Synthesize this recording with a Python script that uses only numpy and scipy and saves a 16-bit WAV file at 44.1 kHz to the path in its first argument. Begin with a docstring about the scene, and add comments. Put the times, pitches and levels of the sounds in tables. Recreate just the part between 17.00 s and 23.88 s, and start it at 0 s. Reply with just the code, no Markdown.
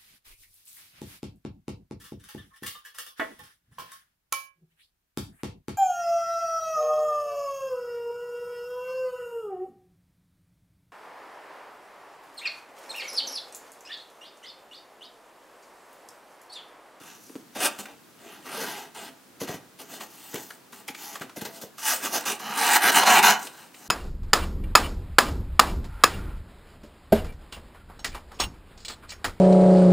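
"""Cardboard box in a narrow corner of a quiet room; hands open its two flaps.
Sliding fingers and edges: random friction rings the hollow box, the board and the fibres.
Fingertip knocks drum on box modes, edges tick as ringing crackles, fibres crack as clicks.
At last the edge of the right flap judders down a wall in stick-slip strokes.
Scattered echoes of the corner, a short room tail and steady air noise surround it."""
import sys
import numpy as np
from scipy import signal
from scipy.fft import rfft, irfft, next_fast_len
from scipy.io import wavfile

SR = 44100
rng = np.random.default_rng(int(sys.argv[2]) if len(sys.argv) > 2 else 0)


def bounce(signal):
    """Save signal as a 16-bit WAV file at the path given by the first command-line argument."""
    frames = np.transpose(np.atleast_2d(signal))
    limited = np.clip(frames, -1, 1)
    pcm = np.round(limited * 32767).astype(np.int16)
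    wavfile.write(sys.argv[1], SR, pcm)


def volts(x):
    """Linear amplitude factor 10**(x/20) for a level x in dB, scalar or array-like."""
    e = np.asarray(x, float) / 20
    return 10 ** e


N = 303408

# edges catching: start_s, level_db, ring_hz
TICKS = [(0.3563, -31, 990), (0.853, -24, 1650), (3.0064, -19, 1080), (3.3555, -21, 2550),
         (3.503, -23.5, 1470), (3.7269, -26.5, 1200), (3.8818, -17.5, 2300), (3.945, -23, 2400),
         (4.153, -16.5, 1200), (4.2145, -19.5, 1450), (4.2927, -27, 1220), (4.4493, -25.5, 4080),
         (4.619, -38, 5070), (5.2362, -20.5, 1190), (5.396, -22, 1140), (6.031, -2, 910),
         (6.468, -21.5, 2880), (6.7415, -32.5, 2310)]
# soft fingertip knocks on the box: start_s, level_db, favoured_hz, shoved_air_db
KNOCKS = [(0.011, -31, 259, -5), (0.297, -24.5, 292, -18), (0.355, -15, 275, -8), (0.791, -24, 250, -1),
          (2.4165, -11.5, 427, 16), (2.427, -16, 297, -6), (2.441, -21, 277, 0), (2.494, -17, 455, 20),
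          (2.543, -19, 199, 13), (3.343, -16.5, 350, 15), (3.895, -21, 250, -7), (4.211, -39, 196, 9.5),
          (4.372, -20.5, 295, 7), (4.421, -22, 350, 14), (4.469, -23, 600, 1), (4.637, -22, 455, 7)]
# single fibres cracking, dry and bright: start_s, level_db
SNAPS = [(.7883, -28), (2.4155, -27), (2.433, -28), (2.4885, -26), (3.3432, -17), (3.356, -20),
         (3.8805, -22), (4.198, -33), (5.9195, -11), (6.249, -8)]

# resonances of the hollow box: centre_hz, width_hz, level_db
BOX_MODES = [(126, 53, -11.5), (216, 53, 0.5), (275, 47, 2.5), (395.4, 62, 1), (448, 55, 2),
             (670, 250, -2.5)]
# resonances of the lid panels: centre_hz, width_hz, level_db
LID_MODES = [(670, 10, 6.5), (820, 91, 6.5), (1200, 450, -2), (1577, 215, 2), (2004, 380, -3),
             (2810, 950, -4), (4060, 1240, -11.5)]
# resonances of a panel held by one edge only: centre_hz, width_hz, level_db
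FREE_PANEL_MODES = [(760, 200, 2), (1200, 280, 4.5), (1580, 280, 5.5), (2600, 420, 1.5), (3750, 760, -3)]
# resonances of the flap pressed on the wall: centre_hz, width_hz, level_db
WALL_FLAP_MODES = [(752, 142, -1), (823, 75, 5), (968, 73, -2.5), (1115, 76, -2), (1290, 117, -4.5),
                   (1474, 98, 1), (1660, 172, -1), (2310, 410, -9), (2997, 220, -7), (3326, 170, -13),
                   (4010, 254, -8)]
# broad resonances of the fibres: centre_hz, width_hz, level_db
FIBRE_MODES = [(4640, 2200, -1), (6420, 2400, 6.5), (7910, 3900, 6), (10220, 4400, 3), (13700, 3800, -2)]

# strokes of fingers and edges, swelling and fading:
# start_s, length_s, level_db, drum_db (re level), hiss_db (re level)
SLIDES = [(-.02, 0.18, -47.5, -15, -5), (.14, 0.27, -55, -21, 0), (.845, 0.087, -49, -2, -11),
          (1.2, 0.21, -48, -3.5, -6.5), (1.46, 0.37, -35, -7, -5.5), (2.89, .1, -41.5, -8.5, -2),
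          (3.1, 0.44, -46, -17, -1.1), (3.375, 0.076, -44, -14, 2.5), (3.97, 0.15, -40, -14.5, -2),
          (4.09, 0.1, -43, -10, -3), (4.52, 0.087, -44.5, -6, -1), (4.85, 0.097, -21, -26, -1),
          (5.025, 0.057, -27.5, -11.5, -3), (5.13, 0.059, -25, -10, -2), (5.94, 0.066, -13.5, -16, -7),
          (6.39, 0.094, -39, -7.5, -2.5), (6.51, 0.16, -47.5, -14, -4.5), (6.75, 0.42, -47, -12, -2)]
SLIDE_RISE_DB_PER_S, SLIDE_FALL_DB_PER_S, SWELL_DB = 402, 240, 7.5
# a hand lands or a stuck edge breaks loose, holds, lets go:
# start_s, length_s, level_db, drum_db (re level), hiss_db (re level)
SLIPS = [(.553, .06, -38, 0, -5), (.788, 0.016, -36, -9, -2), (1.536, .03, -39, -6, -6),
         (1.604, .02, -35, -7, -6), (1.948, 0.13, -41.5, -7, -5.5), (2.405, 0.03, -37, -4, -3.5),
         (2.476, 0.048, -36.5, -3, -6), (2.54, 0.01, -41.5, -6, -4), (2.791, 0.027, -41.5, -5.5, -2),
         (3.004, 0.034, -39.5, -8.5, -2.5), (3.331, 0.05, -40, -1, -4.5), (3.725, .08, -47.5, -9, -2),
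         (3.88, 0.013, -39, -12, -4), (4.21, 0.019, -39.5, -0.5, -6), (4.364, 0.018, -38.5, -2, -2),
         (4.412, 0.013, -37, -3, -3), (4.45, 0.014, -35.5, -3.5, -3.5), (4.615, 0.014, -37.5, -4, -0.6),
         (4.782, 0.06, -38.5, -20, -2.5), (5.256, 0.067, -27, -11.5, -2.5), (5.395, 0.013, -38.5, -8, -3),
         (6.229, 0.075, -11.5, -21, -8.5)]
SLIP_RISE_DB_PER_S, SLIP_FALL_DB_PER_S, SAG_DB = 2600, 358, 1.5
# firm strokes, level or climbing, that end abruptly:
# start_s, length_s, end_level_db, drum_db (re level), hiss_db (re level), climb_db
FIRM_STROKES = [(.612, .051, -18.5, -12.5, -2, 9), (5.43, 0.14, -31.5, -13.5, -10.5, 4.7),
                (5.58, .187, -15, -22, -4.5, 10), (5.834, 0.076, -16.5, -15, -7.5, 0.9),
                (6.072, .122, -13, -18, -9.5, 0.5)]
FIRM_RISE_DB_PER_S, FIRM_FALL_DB_PER_S, DRUM_CLIMB_SHARE = 459, 708, 0.4
SETTLE_DB, SETTLE_DB_PER_S = -17.5, 136   # faint settling after each stroke
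HISS_DIES_DB = 1.5   # extra loss of hiss once a stroke has fallen by SETTLE_DB

# brief dips and lifts in the scrape: centre_s, depth_db (negative lifts)
SCRAPE_DIPS = [(5.246, 12), (5.913, 20), (5.926, 0), (6.026, -5), (6.043, 17), (6.219, -1)]
DIP_S = 0.005
# air between flap and wall, dropping in pitch as they meet: time_s, pitch_hz
GAP_PITCH = [(4.83, 900), (4.905, 836.5), (4.945, 563), (4.99, 500)]
FLAP_EDGE_HZ = 2950   # whistle of the free edge
# topmost treble of the hiss: time_s, level_db
SHEEN_CURVE = [(.3, -6), (2.6, -1), (3.2, 6), (4.9, 3), (5.6, -2)]
SHEEN_HZ = 12500
ON_BOX_S = (1.1, 4.72)   # hands on the box between these, else on a free panel
WALL_PRESSED_S = (5.3, 5.35)   # right flap, dragging on the wall, bends against it
BOARD_T60_MS, BOARD_DB = 40, -8   # many small modes of the board

# balance: time_s, left_minus_right_db
PAN_CURVE = [(0, 0), (4.7, 1), (5.1, -1), (6.3, -0.5), (6.5, 0.5)]
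# spectrum shape of the air noise: frequency_hz, relative_db
AIR_SPECTRUM = [(24, -56), (40, -2.5), (176, 1), (283, 2), (570, -6), (1590, -8), (1950, -11.5),
                (14500, -19), (16000, -18.5)]
AIR_RMS_DB = -53.5
ROOM_T60_S, ROOM_DB, WALL_CUT_HZ = 0.39, -18.5, 4900   # T60 in the bass
ECHO_T60_MS, ECHO_DB, ECHO_CUT_HZ = 55, -11, 3500


def rms_one(x):
    """Scale to rms 1."""
    return x / np.sqrt(np.mean(x ** 2) + 1e-20)


def in_time(rows):
    """Columns of a curve, interpolated at every sample."""
    s, *columns = np.transpose(rows)
    return [np.interp(np.arange(N) / SR, s, c) for c in columns]


def drift(rate_hz):
    """Slow chance of rms 1: noise through two equal poles, at every 40th sample."""
    r = np.exp(-80 * np.pi * rate_hz / SR)
    noise = rng.standard_normal(N // 40 + 2002)
    slow = signal.lfilter([1], [1, -2 * r, r * r], noise)[2000:]
    return np.interp(np.arange(N) / 40, np.arange(len(slow)), rms_one(slow))


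def cut(x, hz, kind, order=2):
    """Butterworth high- or low-pass."""
    return signal.sosfilt(signal.butter(order, hz, kind, fs=SR, output="sos"), x)


def resonance(hz, width_hz):
    """Two-pole filter with gain about 1 at its centre."""
    r = np.exp(-np.pi * width_hz / SR)
    b = (1 - r * r) / 2 * np.array([1, 0, -1])
    return b, [1, -2 * r * np.cos(2 * np.pi * hz / SR), r * r]


def resonate(x, modes, waver_db=0):
    """Parallel modes of alternating sign; the contact point wanders, so each drive wavers."""
    out = 0
    for k, (hz, width_hz, level_db) in enumerate(modes):
        driven = x * volts(waver_db * drift(7.7)) if waver_db else x
        ringing = signal.lfilter(*resonance(hz, width_hz), driven + 1e-18)
        out = out + (-1) ** k * volts(level_db) * ringing
    return out


def rubbed(force, level_db, modes, waver_db):
    """Friction force rings a body whose click response is scaled to unit energy."""
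    click_response = resonate(signal.unit_impulse(SR // 4), modes)
    return resonate(force * volts(level_db), modes, waver_db) / np.linalg.norm(click_response)


def scatter(x, t60_ms):
    """Equal-power smear by three dying noise bursts; their mix drifts as hands and flaps move."""
    decay = volts(-60000 * np.arange(SR // 8) / SR / t60_ms)
    bursts = rng.standard_normal((3, SR // 8)) * decay
    weights = volts(9 * np.array([drift(2.5) for _ in bursts]))
    weights = weights / np.linalg.norm(weights, axis=0)
    out = 0
    for weight, burst in zip(weights, bursts):
        out = out + signal.oaconvolve(x * weight, burst / np.linalg.norm(burst))[:N]
    return out


def room_tone():
    """Steady shaped air noise, mostly alike in both channels."""
    hz = np.maximum(np.fft.rfftfreq(N, 1 / SR), 1)
    shape_hz, shape_db = np.transpose(AIR_SPECTRUM)
    shape = volts(np.interp(np.log(hz), np.log(shape_hz), shape_db))
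    mid, side = irfft(rfft(rng.standard_normal((2, N))) * shape, N)
    return volts(AIR_RMS_DB) * rms_one(mid + volts(-5.0) * side * np.array([[1], [-1]]))


def rubbing():
    """Friction drives the hollow box, the panel under the contact, the fibres and the air gap."""
    power = (strokes(SLIDES, SLIDE_RISE_DB_PER_S, SLIDE_FALL_DB_PER_S, swell_db=SWELL_DB)
             + strokes(SLIPS, SLIP_RISE_DB_PER_S, SLIP_FALL_DB_PER_S, sag_db=SAG_DB)
             + strokes(FIRM_STROKES, FIRM_RISE_DB_PER_S, FIRM_FALL_DB_PER_S))
    drum_db, rasp_db, hiss_db = 10 * np.log10(power + 1e-12) + scrape_dips()
    fine = friction(2500, spread_db=0.0, smooth_db=-4.5, judder_db=1.5)
    coarse = friction(1100, spread_db=2.2, smooth_db=-10, judder_db=0.7)
    stroking = 0.8 * fine + 0.6 * coarse
    t = np.arange(N) / SR
    bent = np.interp(t, WALL_PRESSED_S, [0, 1])
    on_box = (t > ON_BOX_S[0]) & (t < ON_BOX_S[1])

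    panels = (free_panel(stroking * ~on_box * np.sqrt(1 - bent), rasp_db)
              + lid(stroking * on_box, rasp_db)
              + flap_on_wall(stroking, bent, rasp_db))
    board = cut(panels, 576, "high") + fibre_hiss(fine, coarse, bent, hiss_db) + air_gap(fine, hiss_db)
    small_modes = volts(BOARD_DB) * scatter(board, BOARD_T60_MS)
    return box_drum(fine, drum_db) + volts(-1.5) * (board + small_modes)


def strokes(rows, rise_db_per_s, fall_db_per_s, swell_db=0, sag_db=0):
    """Power in box, panel and fibres of strokes that rise, hold, fall and settle."""
    t, power = np.arange(0, N, 8) / SR, 0
    climb_share = np.array([[DRUM_CLIMB_SHARE], [1], [1]])
    fibres_only = np.array([[0], [0], [1]])
    for start_s, length_s, level_db, drum_db, hiss_db, *climb_db in rows:
        along = np.clip((t - start_s) / length_s, 0, 1)
        after_s = np.maximum(t - start_s - length_s, 0)
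        rise_db = rise_db_per_s * np.minimum(t - start_s, 0)
        ending_db = np.maximum(-fall_db_per_s * after_s, SETTLE_DB - SETTLE_DB_PER_S * after_s)
        held_db = -swell_db * (2 * along - 1) ** 2 - sag_db * along
        to_climb_db = sum(climb_db) * (1 - along) * climb_share
        stroke_db = level_db + rise_db + held_db + ending_db - to_climb_db
        hiss_loss_db = HISS_DIES_DB * ending_db / SETTLE_DB * fibres_only
        # power not in the hiss goes to the panel
        hiss = min(volts(2 * hiss_db), 0.95)
        shares = np.array([[volts(2 * drum_db)], [1 - hiss], [hiss]])
        power = power + shares * volts(2 * (stroke_db - hiss_loss_db))
    return np.repeat(power, 8, axis=1)[:, :N]


def friction(catches_per_s, spread_db, smooth_db, judder_db):
    """Fibres catch and let go at random over a smooth sliding noise; the grip judders."""
    sizes = volts(spread_db * np.minimum(rng.exponential(1, N), 4)) * rng.choice([-1, 1], N)
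    grains = rms_one(sizes * (rng.random(N) < catches_per_s / SR))
    judder = volts(judder_db * drift(110))
    return rms_one((grains + volts(smooth_db) * rng.standard_normal(N)) * judder)


def box_drum(force, level_db):
    """Friction rings the low modes of the hollow box."""
    return cut(rubbed(force, level_db, BOX_MODES, waver_db=3.0), 810, "low")


def free_panel(force, level_db):
    """Friction rings a panel held by one edge only."""
    return rubbed(force, level_db, FREE_PANEL_MODES, waver_db=1.5)


def fibre_hiss(fine, coarse, bent, level_db):
    """Friction rings the fibres, coarser on the wall; the topmost treble follows its own curve."""
    force = (0.9 - 0.3 * bent) * fine + (0.4 + 0.4 * bent) * coarse
    hiss = rubbed(force, level_db, FIBRE_MODES, waver_db=1.0)
    sheen_db, = in_time(SHEEN_CURVE)
    hiss = hiss + (volts(sheen_db) - 1) * cut(hiss, SHEEN_HZ, "high")
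    return cut(hiss, 3340, "high")


def knocks():
    """A fingertip shoves air and hits a spot that favours the box modes near one pitch."""
    pushes, spots = np.zeros(N), np.zeros(N + SR)
    click = signal.unit_impulse(SR // 8)
    for start_s, level_db, favoured_hz, air_db in KNOCKS:
        at = round(start_s * SR)
        pushes[at] = volts(air_db)
        spot = signal.lfilter(*resonance(favoured_hz, 0.5 * favoured_hz), click)
        spots[at:at + SR // 8] += volts(level_db + 29.5) * spot
    shoved_air = cut(cut(pushes + 1e-18, 190, "low"), 123, "high")
    return resonate(spots[:N], BOX_MODES) + volts(-7.0) * spots[:N] + shoved_air


def near_walls(x):
    """The corner scatters the treble, differently towards each channel."""
    treble = cut(x, ECHO_CUT_HZ, "high")
    return np.array([scatter(treble, ECHO_T60_MS), scatter(treble, ECHO_T60_MS)])


def room(x):
    """Eight feedback delays a side, duller on every round; part of the tail is shared."""
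    size = next_fast_len(N + SR)
    w = 2 * np.pi * np.fft.rfftfreq(size)
    dull = np.exp(-2 * np.pi * WALL_CUT_HZ / SR)
    wall = (1 - dull) / (1 - dull * np.exp(-1j * w))
    response = np.zeros((2, len(w)), complex)
    for k, lag in enumerate(rng.uniform(0.008, 0.035, 16) * SR):
        loop = volts(-60 * lag / SR / ROOM_T60_S) * wall * np.exp(-1j * w * lag)
        response[k % 2] += (-1) ** (k // 2) * loop / (1 - loop)
    left, right = irfft(response * rfft(x, size), size)[:, :N]
    return np.array([left + 0.46 * right, right + 0.63 * left])


def ticks():
    """A short crackle swells for a few ms and dies; it rings the bit of board it comes from."""
    out, t = np.zeros(N + SR), np.arange(SR // 8) / SR
    for start_s, level_db, ring_hz in TICKS:
        envelope = volts(level_db - 5 - 60 * t / 0.045) * np.minimum(t / 0.006, 1)
        crackle = envelope * rng.standard_normal(len(t))
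        ring = signal.lfilter(*resonance(ring_hz, 0.22 * ring_hz), crackle)
        dry_crackle = cut(cut(crackle, 500, "high"), 3100, "low", order=1)
        at = round(start_s * SR)
        out[at:at + len(t)] += dry_crackle + volts(10) * ring
    return out[:N]


def snaps():
    """A cracking fibre is a two-sample click with a noise tail of a few ms."""
    out, t = np.zeros(N + SR), np.arange(SR // 50) / SR
    for start_s, level_db in SNAPS:
        crack = volts(level_db - 9.5 - 60 * t / 0.019) * rng.standard_normal(len(t))
        crack[:2] += volts(level_db) * np.array([1, 0.7])
        at = round(start_s * SR)
        out[at:at + len(t)] += crack
    return cut(out[:N] + 1e-18, 570, "high")


def lid(force, level_db):
    """Friction rings the panels of the lid."""
    return rubbed(force, level_db, LID_MODES, waver_db=1.3)


def air_gap(force, level_db):
    """A gliding tone, its overtone and a steady whistle, fluttering with the slow part of the force."""
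    hz, = in_time(GAP_PITCH)
    t, phase = np.arange(N) / SR, 2 * np.pi * np.cumsum(hz) / SR
    closing = (t > GAP_PITCH[0][0]) & (t < GAP_PITCH[-1][0])
    flutter = 1 + 0.88 * rms_one(cut(force, 114, "low"))
    whistle = 0.65 * np.cos(2 * np.pi * FLAP_EDGE_HZ * t)
    tones = np.cos(phase) + 0.45 * np.cos(2 * phase) + whistle
    return volts(level_db - 9.5) * closing * flutter * tones


def scrape_dips():
    """Brief Gaussian dips and lifts in the scrape, in dB."""
    t = np.arange(N) / SR
    return sum(-depth_db * np.exp(-((t - s) / DIP_S) ** 2) for s, depth_db in SCRAPE_DIPS)


def flap_on_wall(stroking, bent, level_db):
    """Stick-slip chatter and friction ring the flap bent against the wall."""
    force = 0.5 * stroking + 0.87 * chatter(300, uneven_db=3.5, spread_db=2.5)
    return rubbed(force * np.sqrt(bent), level_db, WALL_FLAP_MODES, waver_db=1.8)


def chatter(hops_per_s, uneven_db, spread_db):
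    """The edge hops along the wall: slips in uneven but unbroken succession."""
    rate = hops_per_s * volts(uneven_db * drift(150))
    hops = np.diff(np.floor(np.cumsum(rate / SR)), prepend=0)
    return rms_one(hops * volts(spread_db * rng.standard_normal(N)) * rng.choice([-1, 1], N))


def scene():
    """The box, slightly panned, in the room."""
    box = rubbing() + knocks() + ticks() + snaps()
    pan_db, = in_time(PAN_CURVE)
    reflected = volts(ECHO_DB) * near_walls(box) + volts(ROOM_DB) * room(box)
    return (box + reflected) * volts(pan_db * [[0.5], [-0.5]]) + room_tone()


def low_pass(x):
    """Removes everything above the highest recorded frequency."""
    return signal.sosfilt(signal.butter(12, 16810, fs=SR, output="sos"), x)


def record(dry):
    """Rounds the peaks, cuts the deep bass and the top."""
    heard = cut(np.tanh(dry), 145, "high")
    top_cut = signal.cheby2(20, 60, 16350, fs=SR, output="sos")
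    mix = signal.sosfilt(top_cut, heard)
    return low_pass(mix)


dry = scene()
out = record(dry)
bounce(out)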